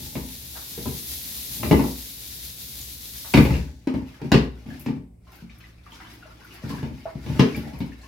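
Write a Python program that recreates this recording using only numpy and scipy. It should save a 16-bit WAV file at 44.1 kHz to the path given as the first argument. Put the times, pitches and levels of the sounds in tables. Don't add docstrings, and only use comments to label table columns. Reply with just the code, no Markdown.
import sys
import numpy as np
from scipy import signal
from scipy.fft import rfft, irfft, next_fast_len
from scipy.io import wavfile

SR = 44100
rng = np.random.default_rng(int(sys.argv[2]) if len(sys.argv) > 2 else 0)


def put_to_file(sound):
    columns = np.atleast_2d(sound).T
    safe = np.clip(columns, -1, 1)
    whole_steps = np.round(safe * 32767)
    wavfile.write(sys.argv[1], SR, whole_steps.astype(np.int16))


N = 356261
TIME = np.arange(N) / SR
SHORT = TIME[:SR * 4 // 5]

# start in seconds, relative level in dB, starting pitch in Hz.
BUBBLE_EVENTS = [(2.813, -31.5, 6950), (4.111, -55, 2360), (5.269, -47.5, 1047), (5.496, -42.5, 2275),
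                 (5.64, -41.5, 1980), (5.864, -37, 1174), (5.92, -38, 3150), (6.044, -41.5, 976),
                 (6.226, -38.5, 1430), (6.255, -39, 630), (6.447, -42, 1430), (7.055, -19.5, 650),
                 (7.547, -25, 2320), (7.919, -41.5, 1770), (8.013, -50, 4140)]


def undb(db):
    return 10 ** (np.asarray(db) / 20)


def unit(x):
    return x / np.sqrt(np.mean(x ** 2) + 1e-20)


def fade(t, t60):
    return np.exp(-np.log(1000) * t / np.maximum(t60, 1e-3))


def swell(t, rise_s):
    return 1 - np.exp(-t / rise_s)


def lookup(points, hz):
    f, value = np.transpose(points)
    return np.interp(np.log(hz + 0.0014), np.log(f), value)


def bins(x):
    return np.fft.rfftfreq(next_fast_len(x.shape[-1]), 1 / SR)


def shape(x, gain):
    size = next_fast_len(x.shape[-1])
    return irfft(rfft(x, size) * gain, size)[..., :x.shape[-1]]


def colour(x, points):
    f = bins(x)
    roll_off = np.minimum(f / points[0][0], 1) ** 2
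    return unit(shape(x, undb(lookup(points, f)) * roll_off))


def add(track, s, sound):
    start = min(max(int(s * SR), 0), N - 1)
    track[..., start:start + sound.shape[-1]] += sound[..., :N - start]


def waver(rate_hz):
    points = [(rate_hz / 10, 0), (rate_hz, -3), (rate_hz * 2, -20), (rate_hz * 20, -120)]
    return colour(rng.standard_normal(N), points)


def clicks(rate, scatter_db, size=N):
    strength = undb(max(scatter_db, 0) * np.minimum(rng.exponential(size=size), 5))
    struck = rng.random(size) < rate / SR
    return unit(struck * strength * rng.choice([-1, 1], size))


def gestures(table, rise, fall, settle=1.43):
    power = np.zeros(N)
    for s, db, length in table:
        t = (TIME - s) / length
        loss = np.where(t < 0, (t / rise) ** 2, np.abs(t / fall) ** settle)
        power += (undb(db) * np.exp(-np.minimum(loss, 20))) ** 2
    return np.sqrt(power)


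def room(x, wet_db, wide_hz=600, wander_hz=9, count=4):
    # frequency in Hz, reverberation time in seconds.
    room_t60 = [(100, 0.49), (500, 0.35), (2500, 0.31), (6000, 0.27), (15000, 0.22)]
    f = bins(SHORT)
    apart = np.minimum(f / wide_hz, 1)
    centres = np.geomspace(60, 16000, 7)
    wet = 0
    for k in range(count):
        mid, side = rng.standard_normal((2, len(SHORT)))
        common = shape(mid, np.sqrt(1 - apart ** 2 / 2))
        noise = common + shape(side, apart / np.sqrt(2)) * np.array([[1], [-1]])
        tail = 0
        for hz, pick in zip(centres, np.eye(len(centres))):
            band = shape(noise, lookup(np.c_[centres, pick], f))
            tail = tail + band * fade(SHORT, lookup(room_t60, hz))
        response = unit(tail * swell(SHORT, rise_s=0.00022))
        phase = 2 * np.pi * wander_hz * (1 + k // 2) * TIME + k * np.pi / 2
        share = np.sqrt(2 / count) * np.cos(phase)
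        wet = wet + signal.oaconvolve((x * share)[None], response, axes=1)[:, :N]
    return (x + undb(wet_db) * wet / np.sqrt(len(SHORT))) / np.hypot(1, undb(wet_db))


def kitchen():
    # frequency in Hz, rms level in dB.
    hum_tones = [(59.2, -54), (113.0, -57.5), (172.3, -62)]
    # frequency in Hz, relative level in dB.
    background_colour = [(25, -7), (55, 7.5), (125, -3.5), (300, -13.5), (550, -20.5), (1200, -37.5),
                         (3500, -75), (8000, -38.5), (15000, -46)]
    hum = 0
    for hz, db in hum_tones:
        phase = 2 * np.pi * hz * TIME + 0.38 * waver(rate_hz=1.2)
        hum = hum + np.sqrt(2) * undb(db) * np.sin(phase)
    mid, side = colour(rng.standard_normal((2, N)), background_colour)
    side = shape(side, np.minimum(bins(side) / 500, 1))
    background_db = -54
    return hum + undb(background_db) * (mid + side * np.array([[1], [-1]]))


def radiate(x):
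    return signal.sosfilt(signal.butter(6, 55, "high", fs=SR, output="sos"), x)


def boom(centre_hz, focus_db, ring, rise_s=0.0011, apart=0.26):
    # frequency in Hz, relative level in dB,
    # 60 dB decay time in seconds before scaling by ring.
    sink_modes = [(60.5, -0.5, 0.9), (74.8, 2.5, 0.42), (128.4, 4.5, 0.26), (146.6, 2, 0.39),
                  (177.7, 1.5, 0.28), (196.2, -10.5, 0.38), (226.7, 2, 0.33), (259.5, 0, 0.5),
                  (286.6, 0.5, 0.37), (334.8, -4.5, 0.25), (350.2, -5.5, 0.25), (382, -6.5, 0.29),
                  (463.5, -13, 0.29), (546, -12.5, 0.17), (608, -5.5, 0.17), (824, -13.5, 0.26),
                  (874, -8.5, 0.14), (954, -17, 0.19)]
    hz, db, t60 = np.transpose(sink_modes)[:, :, None]
    load, spot, phase, path = rng.uniform(-1.085, 1, (4, len(sink_modes), 1))
    off_centre_db = np.minimum(focus_db * np.log2(hz / centre_hz) ** 2, 26)
    weight = undb(db + 2.6 * spot - off_centre_db)
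    t = SHORT[:SR // 3]
    turns = hz * (1 + 0.01 * load) * t + phase / 2
    modes = weight * np.exp(2j * np.pi * turns) * fade(t, t60 * ring)
    shift = apart * np.sign(path) * np.minimum(hz / 140, 1) ** 3
    channels = np.exp(1j * shift * np.array([1, -1]))
    out = (channels.T @ modes).imag * swell(t, rise_s)
    return out / out[:, :SR // 20].std()


def rumble(rate, centre_hz, focus_db, ring):
    pushes = clicks(rate, scatter_db=3)
    ringing = signal.oaconvolve(pushes[None], boom(centre_hz, focus_db, ring), axes=1)[:, :N]
    return unit(radiate(ringing))


def crack(edge_hz, t60=0.054, treble_floor=0.078, snap_db=-4.0, snap_t60=0.0091):
    # frequency in Hz, relative level in dB.
    crack_colour = [(80, -21), (200, 18), (450, 15), (680, 0.5), (860, 12), (1300, -2), (2000, 3.5),
                    (2600, 5), (3200, -1), (5000, 0), (8000, -17), (15000, -33)]
    t = SHORT[:SR // 5]
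    chatter = colour(clicks(rate=6000, scatter_db=0, size=len(t)), crack_colour)
    low_pass = treble_floor + 1 / np.hypot(1, (bins(chatter) / edge_hz) ** 1.47)
    out = shape(chatter, low_pass) * fade(t, t60) * swell(t, rise_s=0.00048)
    snap = colour(rng.standard_normal(len(t)), [(3000, -4.5), (5000, 0.5), (9000, -4.5), (15000, -9.5)])
    return out / out[:SR // 20].std() + undb(snap_db) * snap * fade(t, snap_t60)


def contacts(s, db, crack_db, edge_hz, tip_s, loss_db, count=3):
    equal_tip_s = 0.02
    rock_s, rock_shrink = 0.078, 0.71
    soft_db, soft_hz = crack_db - 5.5, edge_hz * 0.6
    drop_db = 20 * np.log10(max(tip_s / equal_tip_s, 1e-3))
    rows = [(s, db, crack_db, edge_hz), (s + tip_s, db + drop_db, soft_db + drop_db, soft_hz)]
    uneven = 1 + 0.06 * rng.standard_normal(count)
    rocks = s + tip_s + np.cumsum(rock_s * rock_shrink ** np.arange(count) * uneven)
    for k, when in enumerate(rocks, 1):
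        rows.append((when, db - k * loss_db, soft_db - k * loss_db, soft_hz))
    return rows


def basin():
    # start in seconds, relative boom level in dB, boom centre in Hz,
    # focus in dB lost one octave from the centre, relative crack level in dB, upper edge of the first crack
    # in Hz, time until the other side lands in seconds, loss from one rock to the next in dB.
    knocks = [(0.017, -33.5, 62.6, 12, -69, 5000, 0.0083, 18),
              (0.153, -28, 260, 0.5, -35.5, 2120, 0.0089, 11),
              (0.777, -37.5, 207, 18, -41, 2000, 0.0087, 9), (0.857, -28, 130, 0.5, -34.5, 920, 0.0085, 11),
              (1.631, -28.5, 280, 18, -30, 2540, 0.0053, 17), (1.711, -11.5, 380, 0.8, -15, 1070, 0.016, 7),
              (3.338, -12, 166, 1.5, -17, 3300, 0.035, 5.5),
              (3.495, -18.5, 110, 4.5, -36, 1820, 0.0098, 9.5),
              (3.872, -19, 269, 39, -31.5, 1650, 0.0062, 10.5), (3.94, -24, 240, 2, -37.5, 1440, 0.006, 11),
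              (4.216, -30.5, 210, 5.5, -40, 1740, 0.029, 14.5),
              (4.318, -13, 223, 2.5, -16.5, 4600, 0.022, 23), (4.661, -36, 204, 48, -53.5, 3500, 0.0036, 9),
              (4.861, -24.5, 215, 17, -36.5, 2320, 0.023, 10),
              (5.422, -38, 194, 49, -53.5, 595, 0.0095, 14), (6.636, -30, 127, 3, -47, 805, 0.011, 2),
              (6.701, -29, 221, 33, -44.5, 4500, 0.006, 11), (6.828, -24, 170, 16, -40, 1860, 0.0081, 11),
              (7.152, -30, 123, 1.5, -49.5, 3000, 0.0058, 15),
              (7.263, -32.5, 157, 21, -43.5, 2400, 0.0065, 8),
              (7.394, -10.5, 183, 12, -18.5, 3740, 0.013, 24),
              (7.732, -32.5, 69.4, 1.5, -50, 2600, 0.0041, 6.5),
              (7.804, -25, 187, 16, -38, 4360, 0.0062, 17.5), (8.072, -27.5, 184, 7, -40, 3000, 0.006, 8)]
    # peak time in seconds, relative level in dB, length in seconds before the shares below.
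    shoves = [(0.02, -39.5, 0.43), (0.88, -40, 0.19), (1.7, -21.5, 0.12), (3.56, -32.5, 0.14),
              (4.0, -32, 0.035), (4.75, -34, 0.14), (4.98, -40, 0.075), (6.72, -31.5, 0.07),
              (6.88, -34, 0.15), (7.35, -23.5, 0.1), (7.59, -24, 0.084)]
    booms, cracks = np.zeros((2, N)), np.zeros(N)
    for start, blow_db, centre_hz, focus_db, hard_db, hard_hz, tip_s, loss_db in knocks:
        for s, db, crack_db, edge_hz in contacts(start, blow_db, hard_db, hard_hz, tip_s, loss_db):
            add(booms, s, undb(db) * boom(centre_hz, focus_db, ring=0.84))
            add(cracks, s, undb(crack_db) * crack(edge_hz))
    shoving = gestures(shoves, rise=0.72, fall=0.91)
    drag = rumble(rate=140, centre_hz=204, focus_db=0.45, ring=0.74) * shoving
    return undb(-2.5) * radiate(booms) + undb(-3.5) * drag, cracks


def bubble(hz, t60, rise):
    t = SHORT[:int(max(t60, .002) * SR)]
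    cycles = hz * (t + rise * t ** 2 / (2 * t60))
    return np.sin(2 * np.pi * cycles) * fade(t, t60) * swell(t, 1 / hz)


def fizz(low_hz, high_hz, cycles, scatter_db, count):
    out = np.zeros(N)
    for when, size, strength in rng.random((count, 3)):
        hz = low_hz * (min(high_hz, SR / 3) / low_hz) ** size
        gain = undb(-scatter_db * np.log(strength + .02))
        add(out, when * N / SR, gain * bubble(hz, cycles / hz, rise=0.36))
    return unit(out)


def plinks():
    out = np.zeros(N)
    for s, db, hz in BUBBLE_EVENTS:
        t60 = 0.064 * (1500 / hz) ** 0.45
        add(out, s, undb(db) * bubble(hz, t60, rise=0.07))
    return out


def splash(centre_hz, t60, width_db=6.0):
    drops = clicks(rate=1900, scatter_db=4.5, size=len(SHORT))
    octaves = np.log2((bins(drops) + 1) / centre_hz)
    band = unit(shape(drops, undb(-width_db * octaves ** 2)))
    return band * fade(SHORT, t60) * swell(SHORT, t60 * 0.029)


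def slosh():
    # frequency in Hz, relative level in dB.
    slosh_colour = [(300, 16.5), (600, -3), (1100, 0), (2200, 6), (3300, 0.5), (5200, 1), (8000, -10),
                    (12000, -7), (16000, -12)]
    # peak time in seconds, relative level in dB, length in seconds before the shares below.
    strokes = [(3.55, -38.5, 0.087), (4.05, -52.5, 0.3), (4.27, -53.5, 0.56), (4.74, -46.5, 0.18),
               (5.35, -50, 0.13), (5.62, -56, 0.22), (5.94, -50, 0.19), (6.11, -48.5, 0.28),
               (6.48, -47, 0.23), (6.71, -42.5, 0.17), (6.97, -52.5, 0.75), (7.34, -41, 0.21),
               (7.61, -43.5, 0.3), (8.06, -52.5, 0.22)]
    # start in seconds, relative level in dB, centre in Hz, 60 dB decay time in seconds.
    slaps = [(0.547, -38.5, 910, 0.15), (3.244, -36, 935, 0.072), (4.189, -47, 800, 0.13),
             (5.603, -39, 2030, 0.042), (6.002, -30.5, 1380, 0.028), (6.538, -46.5, 1840, 0.26),
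             (7.522, -34, 2300, 0.053)]
    # start in seconds, relative level in dB.
    squirts = [(4.794, -23), (4.8084, -28), (5.317, -36), (5.3537, -34), (5.5827, -36), (6.132, -34),
               (6.445, -34.5), (6.539, -29), (7.5624, -23), (7.786, -29)]
    folds = fizz(585, 6500, cycles=25, scatter_db=5, count=2000)
    drops = clicks(rate=900, scatter_db=2.5)
    water = colour(folds + undb(4) * drops, slosh_colour)
    surging = unit(water * undb(2.2 * waver(rate_hz=17)))
    out = surging * gestures(strokes, rise=0.61, fall=0.72)
    for s, db, hz in BUBBLE_EVENTS:
        add(out, s, undb(-18 + 0.68 * db) * splash(hz, t60=0.088))
    for s, db, centre_hz, t60 in slaps:
        add(out, s, undb(db + 2.0) * splash(centre_hz, t60))
    for s, db in squirts:
        spray = colour(rng.standard_normal(len(SHORT)), [(4000, -12.5), (8500, -14), (12000, 1.0), (16000, -5.5)])
        add(out, s, undb(db - 2.0) * spray * fade(SHORT, t60=0.02) * swell(SHORT, rise_s=0.0029))
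    return out


def diffuse(grains, wet_db):
    return unit(grains + undb(wet_db) * rng.standard_normal((2, N)))


def tap():
    # time in seconds, relative level in dB.
    flow_points = [(0.0, -43.5), (0.7, -42.5), (1.07, -37), (1.7, -38), (1.95, -42), (2.73, -42),
                   (3.4, -42)]
    # frequency in Hz, relative level in dB.
    jet_colour = [(5000, -35), (8000, -13), (10500, 0), (12500, 1.5), (14500, -0.5), (16000, -7)]
    patter_colour = [(150, -25), (300, 0.5), (600, -9), (1300, -12), (2000, -5.5), (3000, -2.5),
                     (3700, 3.5), (5200, 1.5), (7000, -1), (9000, -8), (15000, -8.5)]
    shut_s = 3.452
    jet_fall, patter_fall = 152, 62
    jet = colour(diffuse(clicks(rate=4300, scatter_db=11.0), wet_db=26.5), jet_colour)
    foam = fizz(1550, 7900, cycles=4.6, scatter_db=8.0, count=4000)
    grains = unit(clicks(rate=3000, scatter_db=6.5) + undb(-10.5) * foam)
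    patter = colour(diffuse(grains, wet_db=10.0), patter_colour)
    drum = rumble(rate=1800, centre_hz=82.7, focus_db=3.5, ring=0.6)
    landing = patter + undb(-9) * drum
    flutter = undb(0.91 * waver(rate_hz=7.7))
    flow_db = np.interp(TIME, *np.transpose(flow_points))
    since_shut = np.maximum(TIME - shut_s, 0)
    jet = jet * undb(2.0 + flow_db - jet_fall * since_shut)
    landing = landing * undb(-12 + 0.7 * flow_db - patter_fall * since_shut)
    left_db = 1.2
    return (jet + landing) * flutter * undb([[left_db], [-left_db]])


def scene():
    booms, cracks = basin()
    water = room(slosh(), wet_db=8.0) + room(plinks(), wet_db=-4.5, wander_hz=0)
    near = water + room(cracks, wet_db=5, wide_hz=710) + booms
    left_db = 1.0
    return tap() + near * undb([[left_db], [-left_db]]) + kitchen()


def record(dry):
    sound = signal.sosfilt(signal.butter(2, 35, "high", fs=SR, output="sos"), dry)
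    top_hz = 15900
    low_pass = signal.ellip(10, .2, 80, top_hz, fs=SR, output="sos")
    return signal.sosfilt(low_pass, np.clip(sound, -1, 1))


dry = scene()
out = record(dry)
put_to_file(out)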